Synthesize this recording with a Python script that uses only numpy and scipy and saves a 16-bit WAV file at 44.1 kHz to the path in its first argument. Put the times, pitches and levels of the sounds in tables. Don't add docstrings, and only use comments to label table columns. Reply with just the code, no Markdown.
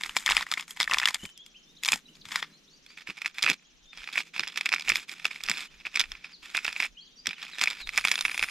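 import sys
import numpy as np
from scipy import signal
from scipy.fft import rfft, irfft, next_fast_len
from scipy.io import wavfile
from scipy.ndimage import map_coordinates

SR = 44100
rng = np.random.default_rng(int(sys.argv[2]) if len(sys.argv) > 2 else 0)


def pcm_store(signal):
    levels = np.round(np.clip(np.atleast_2d(signal), -1, 1) * 32767)
    wavfile.write(sys.argv[1], SR, levels.astype(np.int16).T)


N = 374850

# (time [s], relative level [dB], wall ring [Hz], steel re contact [dB])
SNAGS = [(0.0111, -20.5, 2150, -9), (0.036, -16, 2200, -2.5), (0.0476, -25, 2500, -9.5),
         (0.061, -22.5, 2060, -6), (0.0948, -21, 2960, -17), (0.152, -34.5, 2000, -23),
         (0.167, -7.5, 2330, -7.5), (0.1724, -28, 1050, 15), (0.1873, -46.5, 2170, 20.5),
         (0.2622, -16.5, 2160, 5.5), (0.2692, -14, 2180, -4), (0.278, -14, 1830, -7),
         (0.291, -7.5, 2580, -14.5), (0.3, -11.5, 2250, -2), (0.309, -12, 1050, -3),
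         (0.315, -15.5, 1950, 1), (0.3204, -10, 2710, -15), (0.3292, -15, 2240, -21.5),
         (0.3502, -21, 2080, -2), (0.368, -4.5, 2470, -4.5), (0.378, -7.5, 2000, -17.5),
         (0.395, -20.5, 2220, -9.5), (0.4097, -20, 1090, -3.5), (0.4188, -28, 1820, -22.5),
         (0.427, -19, 1810, -8), (0.467, -26, 1900, -18), (0.516, -12.5, 2380, -2), (0.5238, -16, 1270, 0),
         (0.5387, -17, 2140, 0), (0.5746, -16.5, 2130, -33.5), (0.5777, -19.5, 2420, -13.5),
         (0.597, -21.5, 2540, -2.5), (0.6093, -27, 2200, 3), (0.6258, -33, 2200, 2),
         (0.7084, -34, 2100, 11.5), (0.773, -26.5, 2130, -11), (0.8025, -9, 2090, -3.5),
         (0.8106, -10.5, 2040, -1.5), (0.819, -23, 1880, 7.5), (0.83, -25.5, 1920, 14.5),
         (0.8422, -24, 2330, 4), (0.8773, -17.5, 1830, -33), (0.898, -20.5, 1110, -5),
         (0.9126, -10, 2670, -13), (0.92, -13, 1870, -31), (0.931, -16, 1080, -20),
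         (0.9361, -10.5, 2330, -1), (0.944, -5, 2450, -11), (0.9718, -18, 1110, -27), (0.985, -16, 2520, 6),
         (0.9998, -14, 1950, -0.5), (1.017, -17.5, 2500, -12), (1.025, -16.5, 2570, -14.5),
         (1.032, -13, 1790, -14.5), (1.038, -14.5, 2650, -18), (1.0466, -28, 2080, -3),
         (1.0566, -8.5, 2820, 0.5), (1.0752, -11, 1890, -7), (1.0864, -8.5, 2160, -1),
         (1.108, -23.5, 1010, 0), (1.145, -19.5, 1830, 11.5), (1.2533, -25.5, 2370, -2),
         (1.2915, -44, 2700, -2), (1.377, -53.5, 2700, 17.5), (1.4633, -44.5, 2770, 8),
         (1.8355, -23, 2550, 5.5), (1.849, -23, 2550, 8), (1.8585, -18, 2300, 3), (1.864, -25, 2310, 7.5),
         (1.88, -17, 2340, -6), (1.8874, -9.5, 2480, 2), (1.9027, -28, 2420, -10), (1.9205, -9.5, 2570, 3),
         (1.9319, -6, 2450, -17.5), (1.938, -20, 2420, 6), (1.959, -30, 845, 4), (2.1534, -46, 2530, 6),
         (2.169, -47, 2350, -1), (2.2546, -33, 2300, 2.5), (2.2874, -32.5, 2450, -4.5),
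         (2.32, -23, 1800, -2.5), (2.3587, -11, 1960, -0.5), (2.364, -29, 2640, 4.5),
         (2.4273, -14, 1920, -8)]
# (time [s], relative level [dB], steel re contact [dB])
RATTLES = [(2.864, -40, 2), (2.905, -43, -12), (2.945, -49, -12), (2.9888, -40, -7), (3.0735, -19, -24),
           (3.0907, -23.5, -19), (3.1001, -18, -13), (3.1053, -22.5, -6.5), (3.179, -29, -26),
           (3.2186, -17, -8), (3.247, -21, -13), (3.2505, -24, -6), (3.2601, -11, -11), (3.3843, -17, -6.5),
           (3.3928, -23, -13.5), (3.4246, -21, 6), (3.4282, -15, 7), (3.4381, -9.5, -3.5),
           (3.4452, -10, -26), (3.4641, -3.5, -17), (3.4757, -8, -17.5), (3.482, -6.5, -21),
           (3.4883, -13, -5.5), (3.495, -10, -9), (3.5, -4.5, -5.5), (3.5085, -14, -4), (3.5157, -9.5, -20),
           (3.54, -43, -13), (3.596, -51, -15.5), (3.612, -60, -12), (3.626, -55, -22),
           (3.9319, -28.5, -14), (3.9744, -26.5, -2.5), (4.0342, -26.5, -25), (4.0756, -20.5, -10),
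           (4.0895, -19.5, -20), (4.1575, -11.5, -16), (4.1744, -15, -12), (4.1788, -8, -22),
           (4.1884, -15, -9), (4.204, -17, -11), (4.3487, -40, -11.5), (4.3635, -16.5, -22),
           (4.381, -21, -9), (4.3955, -9, -4.5), (4.4061, -16.5, -2), (4.4348, -15.5, -10),
           (4.473, -20, -21), (4.4773, -26.5, 3), (4.4855, -27, -3), (4.56, -20, -5), (4.575, -8, -4),
           (4.611, -13.5, -5.5), (4.6587, -13.5, 0), (4.664, -10.5, -23), (4.6912, -16.5, -1),
           (4.72, -11.5, -10), (4.727, -7.5, -8), (4.739, -5, -13), (4.746, -25.5, 9), (4.762, -14.5, -29),
           (4.783, -21, -10), (4.797, -21, -2), (4.8094, -21, -5), (4.8225, -25.5, 0), (4.8774, -19, -25),
           (4.8843, -9, -32), (4.8929, -26.5, 16.5), (4.8987, -5, -18), (4.902, -9, -4), (4.92, -10, -13),
           (4.9426, -26, -2), (4.9523, -27, 3), (4.957, -10, -3.5), (4.9693, -30, 10.5), (5.0944, -30, 3),
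           (5.116, -33.5, 8.5), (5.198, -29, -4), (5.246, -22, 0), (5.254, -3.5, -9.5), (5.3086, -28, -21),
           (5.3123, -20.5, -11), (5.333, -39, 0), (5.361, -27.5, -10), (5.4071, -26.5, -20),
           (5.437, -24, 5.5), (5.4635, -23.5, -4), (5.4869, -11, -8), (5.4978, -10.5, 0.5),
           (5.5073, -18, -2), (5.515, -12, -4), (5.5396, -25, -9), (5.6068, -29, 7), (5.853, -20, -27),
           (5.8681, -17.5, -21), (5.944, -21.5, -13), (5.9555, -14, -11), (5.959, -10, -3),
           (5.973, -10, -9), (5.9961, -16.5, 9.5), (5.9995, -14, 4), (6.005, -16, 3), (6.0128, -12, 2),
           (6.0194, -35, -15), (6.0396, -20.5, -12), (6.1187, -24.5, 3), (6.153, -29, -27.5),
           (6.245, -24, -11), (6.458, -36, 3.5), (6.5497, -9, -21), (6.5574, -30, -20), (6.5624, -15, -10),
           (6.57, -18, 6), (6.5768, -11, -14), (6.589, -17, -16), (6.647, -19, 3), (6.6518, -7.5, -20),
           (6.6658, -23, 3.5), (6.6801, -6.5, -16), (6.7282, -23.5, 1.5), (6.7575, -26, -16),
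           (6.7638, -15.5, -30), (6.7701, -26, -17), (6.8024, -6.5, -16), (6.8248, -12, -11),
           (6.8305, -15, -11), (6.849, -16.5, -14), (6.86, -23.5, -19), (7.2588, -22, 0), (7.27, -12.5, 5),
           (7.291, -26, 4.5), (7.3095, -18.5, -20), (7.3317, -25.5, -20), (7.4286, -21.5, -4.5),
           (7.468, -33, -12), (7.5849, -17, -6), (7.5945, -19, -1), (7.6138, -8.5, -3), (7.6219, -13, -4),
           (7.6335, -17, -7), (7.6384, -8, 0), (7.6584, -16, -7), (7.6745, -6, -19), (7.6808, -19, -7),
           (7.7026, -26, 7), (7.71, -18, -5), (7.7209, -23.5, -19), (7.8042, -23.5, -22), (7.8733, -22, -2),
           (7.8922, -16, -8), (7.936, -29, -7), (7.96, -30, 6), (7.9708, -24, 2), (7.9771, -6.5, -2.5),
           (7.9837, -7, -18), (8.0424, -18, -13), (8.0512, -6, -8), (8.0735, -15, -1), (8.084, -13, -2),
           (8.102, -30, -8), (8.1158, -5, -2.5), (8.1303, -21, -10), (8.1403, -16, -7), (8.1563, -18, 3.5),
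           (8.1791, -14, -9), (8.1908, -16, -1), (8.21, -14, 4), (8.252, -6.5, -10.5), (8.2593, -16.5, -12),
           (8.282, -15, -21), (8.2966, -15.5, -19), (8.3158, -16, -12), (8.345, -14.5, -17),
           (8.378, -13, -7), (8.3944, -10, -5.5), (8.4027, -23, -3), (8.4127, -22, -9),
           (8.4274, -5.5, -9.5), (8.4373, -14, -5), (8.4436, -16, -13), (8.4871, -23, -11)]
# (time [s], relative push [dB], relative give of the hand [dB])
THUDS = [(1.229, -13, -37), (1.929, -14, -53.5), (2.259, -28, -47), (3.081, -13.5, -64), (3.435, -11, -50),
         (3.493, -4, -47), (4.39, -14.5, -58), (4.732, -16, -44), (4.909, -14.5, -39), (5.49, -13, -60),
         (7.27, -16, -45)]
# (start [s], end [s], relative rustle [dB], relative hook fizz [dB])
BOUTS = [(-.05, 0.138, -54, -3.5), (.15, 0.265, -53, -0.5), (0.272, 0.426, -36.5, -8),
         (0.469, 0.641, -54, -6), (0.681, 0.734, -54.5, 4), (0.763, 1.14, -52.5, -6), (1.183, 1.24, -55, 3),
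         (1.845, 1.988, -55, -1), (2.252, 2.31, -53.5, -5.5), (2.31, 2.396, -41.5, -8.5),
         (2.428, 2.548, -63.5, -25), (2.842, 2.946, -63, -12.5), (2.972, 3.018, -53, -14),
         (3.083, 3.082, -43, -12), (3.144, 3.306, -58.5, -13.5), (3.346, 3.53, -50.5, -11.5),
         (3.942, 4.138, -52, -14), (4.129, 4.211, -39.5, -12), (4.23, 4.281, -54.5, -9),
         (4.34, 4.5, -45.5, -16), (4.52, 4.867, -52.5, -13.5), (4.85, 5.032, -45.5, -8.5),
         (5.083, 5.134, -48.5, -6.5), (5.146, 5.42, -56, -10.5), (5.441, 5.656, -42, -10),
         (5.703, 5.936, -58, -17.5), (5.917, 6.056, -52.5, -14), (6.08, 6.324, -57, -20),
         (6.429, 6.858, -50, -11), (7.255, 7.39, -53.5, -17.5), (7.382, 7.454, -45, -16.5),
         (7.482, 7.82, -50, -11.5), (7.925, 8.55, -45, -9.5)]
# (time [s], left minus right [dB], left lag [samples])
PLACE = [(0, 0, .3), (1.2, .8, .3), (2.4, .5, .4), (2.9, -3.6, .9), (8.5, -2.5, .8)]
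# (time [s], share of hollow shells [0-1, clipped], relative split rings [dB])
HOLLOW = [(2.7, 0, -20), (2.9, 1, -20), (7.9, 1, -20), (8, 1, 0), (8.2, 1, 5)]
# (centre [Hz], width [Hz], relative level [dB])
WALL_MODES = [(990, 393, -6.5), (2170, 680, 1.5), (460, 1900, -24)]
# (centre [Hz], width [Hz], relative level [dB])
SHELL_MODES = [(2453, 322, 3.5), (1348, 1175, -11)]
# (centre [Hz], width [Hz], relative level [dB])
STEEL_MODES = [(3430, 350, 0.5), (5104, 552, -3.5), (6060, 940, -16.5)]
# (centre [Hz], width [Hz], relative level [dB])
POINT_MODES = [(7070, 1560, -4.5), (10900, 3300, -7.5), (11870, 1400, -4.5)]
# (centre [Hz], width [Hz], relative level [dB])
SPLIT_RING_MODES = [(9300, 820, -1.5), (12400, 450, -6)]
# (centre [Hz], width [Hz], relative level [dB])
FLEX_MODES = [(181, 68, 2.5), (342, 325, -6.5)]
# (start [s], length [s], first [Hz], middle [Hz], last [Hz], relative level [dB])
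NOTES = [(1.189, 0.033, 3200, 2860, 2850, -51), (1.209, 0.077, 2986, 3057, 3050, -50),
         (1.35, 0.086, 3800, 3230, 3780, -50), (1.541, 0.033, 2270, 2910, 3200, -47.5),
         (1.63, 0.036, 5270, 5400, 5350, -62), (1.66, 0.077, 3440, 3660, 3870, -65),
         (1.765, .014, 3500, 3910, 4400, -53), (1.77, 0.028, 4620, 3510, 3040, -57.5),
         (2.053, 0.018, 3650, 3950, 3820, -58), (2.08, 0.019, 2630, 2960, 3100, -56),
         (2.147, 0.016, 3660, 4420, 5500, -53), (2.21, 0.015, 5050, 4050, 2700, -58),
         (2.517, 0.08, 4020, 4230, 4800, -64), (2.666, 0.03, 2760, 3620, 4130, -62),
         (2.681, 0.086, 4050, 4430, 5080, -63), (2.86, 0.072, 4020, 4600, 5000, -62),
         (3.649, 0.017, 3000, 3290, 3180, -57.5), (3.678, 0.048, 3440, 2830, 2200, -69),
         (3.852, 0.093, 3440, 3630, 3550, -60.5), (3.907, 0.14, 3520, 3260, 3140, -60),
         (5.673, 0.049, 2710, 3150, 3480, -63), (6.319, 0.064, 5500, 4120, 3250, -54),
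         (6.45, 0.056, 2700, 3050, 3280, -61), (6.947, 0.021, 2660, 2470, 2500, -63),
         (6.966, 0.0386, 2650, 3200, 3220, -51), (7, 0.079, 3300, 3300, 3410, -75),
         (7.09, 0.068, 3330, 3700, 3800, -69), (7.004, 0.039, 4010, 4450, 4840, -54),
         (7.051, 0.025, 4200, 4060, 4050, -56.5), (7.073, 0.0096, 3950, 3450, 2700, -55.5),
         (7.151, 0.054, 5150, 5800, 5380, -64), (7.17, 0.046, 4530, 4750, 5000, -54.5),
         (7.317, 0.082, 4200, 3230, 2600, -56), (7.522, 0.03, 4380, 3900, 3650, -45.5),
         (7.778, 0.09, 5270, 4080, 3570, -49), (7.882, 0.055, 3440, 3300, 3120, -68)]
# (time [s], phrases [count])
REEL = [(-.1, -8), (1.408, 0), (2.92, 8), (4.047, 14), (5.745, 23), (7.077, 30), (8.593, 38)]
# (frequency [Hz], relative density [dB/Hz])
BUZZ_SPECTRUM = [(4200, -50.5), (4800, -5), (5500, -1.5), (6500, -3), (7200, -41.5), (9000, -72.5)]
# (frequency [Hz], relative density [dB/Hz])
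MEADOW_SPECTRUM = [(60, -14.5), (180, -0.5), (815, -10.5), (2200, -7.5), (2800, -3), (4300, -5.5),
                   (5200, -21), (6700, -11.5), (8300, -29.5), (16000, -62)]
# (time [s], level [dB])
WATER = [(0, -61.5), (1.4, -74), (1.7, -65.5), (2.5, -63), (3, -72), (3.8, -75), (4.3, -66.5), (7, -71),
         (8.5, -66)]
# (time [s], peak of the level curve [dB])
GUSTS = [(.1, -62), (.35, -48), (.68, -62), (.96, -46), (1.25, -55.5), (1.77, -60.5), (1.95, -63.5),
         (2.2, -59.5), (2.95, -66), (3.1, -65), (3.75, -66), (3.87, -61), (4.01, -55.5), (4.45, -63),
         (4.93, -54), (5.48, -60), (5.77, -59), (6.11, -50), (6.41, -60), (6.69, -60), (6.92, -57),
         (7.28, -55), (7.88, -46), (8.06, -47), (8.26, -54), (8.42, -49)]
# (frequency [Hz], relative density [dB/Hz])
WATER_SPECTRUM = [(90, -70.0), (150, 2.5), (260, -1.5), (450, -8.5), (800, -26)]
WIND_SPECTRUM = [(12, -12), (28, 0), (45, -6), (70, -20), (120, -45)]
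# (frequency [Hz], gain [dB])
CAMERA_RESPONSE = [(7000, 0.5), (14000, -5.5), (16400, -26.0)]

BOUT_RISE_DB_PER_S, BOUT_FALL_DB_PER_S = 2500, 901
STIR_DB, STIR_DB_PER_DB = -28, 0.78
LEAD_T60_S, SETTLE_T60_S = 0.032, 0.1
SOFT_HZ = 3420
GIVE_HZ = 90.5
CALM_DB, GUST_SLOPE_DB_PER_S = -76, 201
CHIPS_START_S, CHIP_GAP_S, CHIP_REL_DB, CHIP_STEP_DB = 3.811, 0.0147, -69, 3
BAND_LIMIT_HZ = 16450


def amp(db):
    return 10 ** (np.asarray(db) / 20)


def unit(x):
    return x / np.sqrt(np.mean(x ** 2) + 1e-20)


def along(points, hz):
    f, v = np.transpose(points)
    return np.interp(np.log(hz + 1), np.log(f + 1), v)


def curves(rows):
    s, *cols = np.transpose(rows)
    return [np.interp(np.arange(N) / SR, s, c) for c in cols]


def wobble(knots_per_s):
    knots = rng.standard_normal(int(N * knots_per_s / SR) + 4)
    return map_coordinates(knots, [np.arange(N) * knots_per_s / SR])


def filtered(x, response):
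    m = next_fast_len(N + SR // 2)
    return irfft(rfft(x, m) * response(np.fft.rfftfreq(m, 1 / SR)), m)[..., :N]


def rung(x, modes):
    def response(f):
        total = 0
        for k, (centre, width, db) in enumerate(modes):
            drag = 1j * f * width
            total = total + (-1) ** k * amp(db) * drag / (centre * centre - f * f + drag)
        return total
    return filtered(x, response)


def placed(s, shapes):
    at = np.round(s * SR).astype(int)[:, None] + np.arange(shapes.shape[1])
    return np.bincount(at.ravel(), shapes.ravel(), N + SR)[:N]


def noise(spectrum, alike):
    turn = np.arccos(np.clip(alike, -1, 1)) / 2
    mid, side = filtered(rng.standard_normal((2, N)), lambda hz: amp(along(spectrum, hz)))
    mid, side = np.cos(turn) * mid, np.sin(turn) * side
    return unit(np.array([mid + side, mid - side]))


def box():
    s, db, steel_db = np.transpose(RATTLES)
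    shell_hz = 2420 * (1 + .05 * rng.standard_normal(len(s)))
    snags = contacts(*np.transpose(SNAGS), WALL_MODES, ring_t60_s=0.011, body_db=4.0)
    rattles = contacts(s, db, shell_hz, steel_db, SHELL_MODES, ring_t60_s=0.0074, body_db=5.5)
    handling = snags + rattles + chatter() + thuds()

    side_db, lag = curves(PLACE)
    side_db = side_db + wobble(60)
    lag = lag + .6 * wobble(60)
    shift = lag / 2 * np.gradient(handling)
    t = np.arange(SR // 25) / SR
    near = rng.standard_normal((2, len(t))) * amp(-60 * t / .03)
    near = near / np.linalg.norm(near, axis=1, keepdims=True)
    echo = signal.fftconvolve(handling[None], near, axes=1)[:, :N]
    pair = np.array([handling - shift, handling + shift]) + amp(-14) * echo
    return pair * amp([side_db / 2, -side_db / 2])


def contacts(s, db, hz, steel_db, body_modes, ring_t60_s, body_db):
    t = np.arange(SR // 40) / SR
    draw = rng.standard_normal((len(s), len(t) + 2))
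    press = t / 0.00058 * np.exp(1 - t / 0.00038)
    tail = .45 * (t > .0005) * amp(-60 * t / .016)
    scrape = np.maximum(press, tail) * draw[:, 2:]
    scrape = scrape / np.linalg.norm(scrape, axis=1, keepdims=True) * 7
    scrape[:, SR // 2000] += 2.5

    def struck(ring_hz, t60_s):
        envelope = amp(-60 * t / t60_s) * (1 - np.exp(-t / 0.00053))
        return envelope * np.sin(2 * np.pi * ring_hz[:, None] * t)

    def lay(level_db, shape):
        return placed(s - .0007, amp(level_db)[:, None] * shape)

    hook_hz = np.where(draw[:, 0] > .4, 5100, 3560) * np.exp(0.05 * draw[:, 1])
    bright_db = bouts(s)[1]
    point_db = 0.99 * steel_db + 0.53 * bright_db + 3 * draw[:, 0]
    body_scrape = filtered(lay(db + body_db, scrape), lambda f: (1 + 1j * f / SOFT_HZ) ** -2)
    ring = lay(db + 0.15, struck(hz, ring_t60_s))
    hook_ring = lay(db + steel_db - 10.0, struck(hook_hz, 0.013))
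    steel = rung(lay(db + steel_db + 5.5, scrape), STEEL_MODES)
    points = rung(lay(db + point_db + 0.5, scrape), POINT_MODES)
    return ring + hook_ring + rung(body_scrape, body_modes) + steel + points


def chatter():
    body_db, bright_db = stir()
    hollow, split_db = curves(HOLLOW)
    hollow = np.clip(hollow, 0, 1)
    touched = rng.random(N) < 700 / SR
    touches = touched * amp(5 * rng.exponential(size=N).clip(0, 2) + 3 * wobble(45))
    shares = touches * amp(3 * rng.standard_normal((3, N)))
    t = np.arange(SR // 100) / SR
    grain = t * np.exp(-t / 0.00058)
    grains = signal.fftconvolve(shares, grain[None], axes=1)[:, :N] * rng.standard_normal((3, N))
    bed = .6 * amp(3 * wobble(30)) * rng.standard_normal((3, N))
    low, high, top = unit(grains) + bed

    body = hollow * unit(rung(low, SHELL_MODES)) + (1 - hollow) * unit(rung(low, WALL_MODES))
    at = np.flatnonzero(touches)
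    tick_hz = 2600 * np.exp(0.368 * rng.standard_normal((len(at), 1)))
    tick_envelope = amp(-60 * t / 0.0055) * (1 - np.exp(-t / .0005))
    ticks = touches[at, None] * tick_envelope * np.sin(2 * np.pi * tick_hz * t)
    body = body + amp(-7) * unit(placed(at / SR, ticks))
    body = body + amp(-4.5) * unit(rung(high, STEEL_MODES))
    body = body + amp(-23) * unit(rung(low, FLEX_MODES))
    fizz = unit(rung(top, POINT_MODES)) + amp(split_db) * unit(rung(top, SPLIT_RING_MODES))
    return amp(body_db) * (body + amp(bright_db) * fizz)


def stir():
    s, db = np.transpose([row[:2] for row in SNAGS + RATTLES])
    t = np.arange(-SR // 2, SR // 2 + 1) / SR
    shake = amp(-60 * np.where(t < 0, -t / LEAD_T60_S, t / SETTLE_T60_S)) ** 2
    knocks = placed(s, amp(STIR_DB + STIR_DB_PER_DB * db)[:, None] ** 2)
    power = np.abs(signal.fftconvolve(knocks, shake, "same"))
    rustle_db, bright_db = bouts(np.arange(N) / SR)
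    return 10 * np.log10(power + amp(rustle_db) ** 2 + 1e-20), bright_db


def bouts(t):
    start, end, db, bright_db = np.transpose(BOUTS)[:, :, None]
    fade_db = np.maximum(BOUT_RISE_DB_PER_S * (start - t), BOUT_FALL_DB_PER_S * (t - end))
    level_db = db - np.maximum(fade_db, 0)
    return level_db.max(axis=0), bright_db[level_db.argmax(axis=0), 0]


def thuds():
    s, push_db, give_db = np.transpose(THUDS)
    t = np.arange(SR // 10) / SR
    envelope = amp(-60 * t / 0.079) * (1 - np.exp(-t / 0.01))
    push = amp(push_db)[:, None] * envelope * rng.standard_normal((len(s), len(t)))
    give = amp(give_db)[:, None] * envelope * np.sin(2 * np.pi * GIVE_HZ * t)
    return rung(placed(s, push), FLEX_MODES) + placed(s, give)


def songbirds():
    out = np.zeros(N + SR)
    chips = [(CHIPS_START_S + CHIP_GAP_S * k, .011, 4000, 3400, 2800, CHIP_REL_DB + CHIP_STEP_DB * k)
             for k in range(4)]
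    for s, length, first, middle, last, db in NOTES + chips:
        u = np.linspace(0, 1, round(length * SR))
        slope = 4 * middle - 3 * first - last
        bend = 2 * (first + last - 2 * middle)
        hz = first + slope * u + bend * u * u
        swell = np.sin(np.pi * u) ** 0.9
        out[round(s * SR):][:len(u)] += amp(db + 3) * swell * np.sin(2 * np.pi * np.cumsum(hz) / SR)
    return out[:N] * amp(4.1 * wobble(70))


def warbler():
    phrase = curves(REEL)[0]
    beat = (3 * phrase + 0.58) % 1
    gate = np.clip(np.minimum(beat, .5 - beat) / 0.092, 0, 1)
    click_hz = 270 * (1 + 0.08 * wobble(51))
    clicks = np.diff(np.floor(np.cumsum(click_hz) / SR), prepend=0)
    rough = unit(clicks) + 0.74 * rng.standard_normal(N)
    buzz = unit(filtered(rough, lambda hz: amp(along(BUZZ_SPECTRUM, hz))))
    t = np.arange(N) / SR

    def tick(at, hz):
        offset = (phrase - at + .5) % 1 - .5
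        return np.exp(-(offset / .018) ** 2) * np.sin(2 * np.pi * hz * t)

    ticks = amp(-62) * tick(0, hz=6680) + amp(-68 + 3 * wobble(3)) * tick(.655, hz=7120)
    return amp(-67 + 1.7 * wobble(4.1)) * gate * buzz + ticks


def trees(x):
    t = np.arange(SR // 2) / SR
    tail = rng.standard_normal((2, len(t))) * amp(-60 * t / .5)
    tail = tail / np.linalg.norm(tail[0])
    diffuse = signal.fftconvolve(x[None], tail, axes=1)[:, :N]
    return x * amp([[0.0], [0.0]]) * 0 + x * amp([[.7], [-.7]]) + amp(-3) * diffuse


def outdoors():
    hush = amp(-64.5 + 0.19 * wobble(14.0)) * noise(MEADOW_SPECTRUM, alike=0.067)
    murmur = amp(curves(WATER)[0] + 1.4 * wobble(30)) * noise(WATER_SPECTRUM, alike=0.92)
    buffet = noise(WIND_SPECTRUM, alike=.82)
    wind = amp(gusts()) * unit(amp(3.2 * wobble(6.3)) * buffet)
    return hush + murmur + wind


def gusts():
    s, db = np.transpose(GUSTS)[:, :, None]
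    puffs_db = db - GUST_SLOPE_DB_PER_S * np.abs(np.arange(N) / SR - s)
    return np.maximum(CALM_DB, puffs_db.max(axis=0))


def scene():
    return box() + trees(songbirds() + warbler()) + outdoors()


def record(dry):
    ceiling = .75
    soft = dry / (1 + np.abs(dry / ceiling) ** 4) ** (1 / 4)
    return filtered(soft, lambda hz: amp(along(CAMERA_RESPONSE, hz)) * (hz < BAND_LIMIT_HZ))


dry = scene()
out = record(dry)
pcm_store(out)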